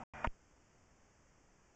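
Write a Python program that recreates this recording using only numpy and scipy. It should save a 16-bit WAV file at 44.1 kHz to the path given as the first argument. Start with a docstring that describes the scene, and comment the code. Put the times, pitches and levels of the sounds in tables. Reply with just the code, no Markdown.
"""At a pipe inspection camera, a narrow-band microphone picks up a rush of machine noise with a hum,
which drops out for a tenth of a second. A switch ticks and snaps, exciting the damped modes of its
housing. Just after, it ticks again and cuts the microphone; the voltage step is heard as a low thump.
Only the faint, steady electronic hiss of the recorder is left."""
import sys
import numpy as np
from scipy import signal
from scipy.fft import rfft, irfft
from scipy.io import wavfile
from scipy.ndimage import uniform_filter1d

SR = 44100
rng = np.random.default_rng(int(sys.argv[2]) if len(sys.argv) > 2 else 0)


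def file_out(sig):
    """Save sig as 16-bit WAV at sys.argv[1]."""
    # one column per channel
    cols = np.atleast_2d(sig).T
    # limit, then scale
    lim = np.clip(cols, -1, 1)
    pcm = np.round(lim * 32767).astype(np.int16)
    wavfile.write(sys.argv[1], SR, pcm)


N = 77175

# Spectral density of the machine noise before and after the dropout: f/Hz, relative level/dB
RUSH_SPECTRUM_BEFORE = [(30, -10), (70, -10), (230, -4.5), (350, -11), (600, -8.5), (760, 1), (920, -1.5),
                        (1080, -9.5), (1280, -6), (1500, -16), (2400, -17.5), (3200, -31), (3700, -37.5)]
RUSH_SPECTRUM_AFTER = [(30, -9.5), (70, 0), (220, -15.5), (330, -8.5), (520, -6), (720, -1), (950, -6),
                       (1150, -6), (1700, -6.5), (2200, -12.5), (2500, -16), (2750, -18.5), (3300, -26),
                       (3700, -33.5)]
# Resonances in the rush after the dropout: f/Hz, bandwidth/Hz, level/dB
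RUSH_RESONANCES = [(1450, 51, -62), (1932, 20, -67.5), (2436, 130, -62.5)]
# Partials of the machine hum: f/Hz, level/dB
HUM_PARTIALS = [(70, -65.5), (140, -63.5), (226, -63), (608, -70), (890, -63)]
# Modes of the switch housing: f/Hz, relative level/dB, T60/s
HOUSING_MODES = [(241, -44.5, 0.6), (626, -28, 0.041), (752, -28, 0.023), (936.6, -29.5, 0.063),
                 (1064, -34, 0.062), (1250, -28, 0.031), (1457, -36, 0.046), (1726, -31, 0.035),
                 (1856, -37.5, 0.048), (2166, -39.5, 0.045), (2514, -45, 0.034)]
# Filter that colours the crack of the snap: f/Hz, gain/dB
CRACK_RESPONSE = [(200, -26.5), (480, -10.5), (600, -8), (1300, 3), (1850, -6), (2500, -10), (3000, -19),
                  (3700, -26)]
# Ticks of the switch contact: t/s, f/Hz, level/dB, half-width/s
CONTACT_TICKS = [(0.2441, 2260, -32, 0.00035), (0.2725, 2506, -34.5, 0.00044)]
# Spectral density of the hiss below and above half the recorder's sample rate: f/Hz, relative level/dB
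LOW_HISS_SPECTRUM = [(15, 1), (50, 0), (120, -4.5), (250, -8), (400, -10), (900, -13.5), (2000, -18),
                     (3000, -24.5), (3700, -34)]
HIGH_HISS_SPECTRUM = [(3900, -25), (4300, -12.5), (4800, -5.5), (5600, 0), (6600, 2), (7400, -1.5),
                      (8000, -10), (8500, -17.5), (8900, -25)]
# Leakage of the mirror image of the voice band: f/Hz, gain/dB
IMAGE_RESPONSE = [(4000, -5.5), (4500, -7), (5000, -16.5), (6000, -28.5), (7000, -38), (7500, -40.5),
                  (7900, -71.5)]

DROPOUT_START_S, DROPOUT_END_S = .0365, .1365
RUSH_BEFORE_DB, RUSH_AFTER_DB = -50.5, -51.5
SNAP_S, SNAP_ATTACK_S, RING_GAIN_DB = .2438, 0.0011, 0.5
CRACK_DRIVE_DB, CRACK_DECAY_S = -28, 0.0077
CUT_S, STEP_DB, STEP_RISE_S, STEP_SETTLE_S = .2729, -23, 0.00049, 0.01
LOW_HISS_DB, HIGH_HISS_DB, LIVE_BOOST_DB = -68.5, -79, 5.5
RECORDER_RATE_HZ, LOWPASS_HZ = 8000, 8720


def machine_rush():
    """Broadband noise superposed on a line spectrum of hum; it returns brighter after the dropout."""
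    t = since(0)
    before = noise(colour(RUSH_SPECTRUM_BEFORE) * voice_band(), RUSH_BEFORE_DB)
    after = noise(colour(RUSH_SPECTRUM_AFTER) * voice_band(), RUSH_AFTER_DB)
    for hz, bandwidth, db in RUSH_RESONANCES:
        detuning = 2 * (freqs() - hz) / bandwidth
        after += noise(1 / (1 + detuning ** 2), db)
    hum = sum(np.sqrt(2) * undb(db) * np.sin(2 * np.pi * (hz * t + rng.random()))
              for hz, db in HUM_PARTIALS)
    return np.where(t < DROPOUT_END_S, before, after) + hum


def switch_snap():
    """Impact excitation: a short crack and damped housing modes, neighbours swinging in antiphase."""
    t = since(SNAP_S)
    attack = 1 - np.exp(-t / SNAP_ATTACK_S)
    ring = sum((-1) ** k * undb(db) * np.sin(2 * np.pi * hz * t) * np.exp(-np.log(1000) * t / t60)
               for k, (hz, db, t60) in enumerate(HOUSING_MODES))
    burst = noise(voice_band(), CRACK_DRIVE_DB) * attack * np.exp(-t / CRACK_DECAY_S)
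    crack = irfft(rfft(burst) * colour(CRACK_RESPONSE), N)
    return undb(RING_GAIN_DB) * ring * attack + crack


def cutoff_thump():
    """Step response: the opening contact's voltage step swings back through two coupling capacitors."""
    t = since(CUT_S)
    step = -undb(STEP_DB) * (1 - np.exp(-t / STEP_RISE_S))
    return step * (1 - t / STEP_SETTLE_S) * np.exp(-t / STEP_SETTLE_S)


def contact_ticks():
    """Short pulses have broad spectra: one Gaussian tone pulse as the contact moves, one as it opens."""
    t = since(0)
    return sum(undb(db) * np.cos(2 * np.pi * hz * (t - at)) * np.exp(-((t - at) / half_width) ** 2)
               for at, hz, db, half_width in CONTACT_TICKS)


def recorder_hiss(live):
    """Electronic noise in two bands: one dull, one thin and high, louder while the microphone is live."""
    low = noise(colour(LOW_HISS_SPECTRUM) * voice_band(), LOW_HISS_DB)
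    high = noise(colour(HIGH_HISS_SPECTRUM) * (freqs() > RECORDER_RATE_HZ / 2), HIGH_HISS_DB)
    return low + high * undb(LIVE_BOOST_DB * live)


def converter(x):
    """Spectral imaging: a low sample rate keeps the voice band and leaves a faint mirror image above."""
    band = rfft(x) * voice_band()
    carrier = 2 * np.cos(2 * np.pi * RECORDER_RATE_HZ * since(0))
    lower_sideband = rfft(irfft(band, N) * carrier) * (freqs() < RECORDER_RATE_HZ)
    return irfft(band + colour(IMAGE_RESPONSE) * lower_sideband, N)


def voice_band(edge_hz=300):
    """Band limiting: the gain falls to zero at the recorder's Nyquist frequency."""
    return np.clip((RECORDER_RATE_HZ / 2 - freqs()) / edge_hz, 0, 1)


def noise(gain, db):
    """Random-phase noise with a given gain per frequency and rms level."""
    x = irfft(gain * np.exp(2j * np.pi * rng.random(N // 2 + 1)), N)
    return x * undb(db) / np.std(x)


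def colour(points):
    """Gain per bin, interpolated through (f/Hz, level/dB) points on a logarithmic frequency axis."""
    hz, db = np.array(points).T
    return undb(np.interp(np.log(freqs()), np.log(hz), db))


def undb(db):
    """Amplitude ratio of a level in decibels."""
    return 10 ** (np.asarray(db) / 20)


def freqs():
    """Frequency of each spectral bin, at least 1 Hz."""
    return np.maximum(np.arange(N // 2 + 1) * SR / N, 1)


def since(start):
    """Seconds since a moment, zero before it."""
    return np.maximum(np.arange(N) / SR - start, 0)


def scene():
    """Superposition of the sources: the microphone is live until the contact opens; the hiss stays."""
    live = np.clip(1 - since(CUT_S) / STEP_RISE_S, 0, 1)
    microphone = (machine_rush() + switch_snap()) * live
    converted = converter(microphone + contact_ticks() + cutoff_thump())
    return (converted + recorder_hiss(live))[None]


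def record(dry):
    """Gating and low-pass filtering: the recorder is silent during the dropout and cuts the top."""
    t = since(0)
    running = (t < DROPOUT_START_S) | (t > DROPOUT_END_S)
    gate = uniform_filter1d(running.astype(float), size=16)
    lowpass = signal.ellip(8, .2, 70, LOWPASS_HZ, fs=SR, output="sos")
    return signal.sosfilt(lowpass, dry * gate)


dry = scene()
out = record(dry)
file_out(out)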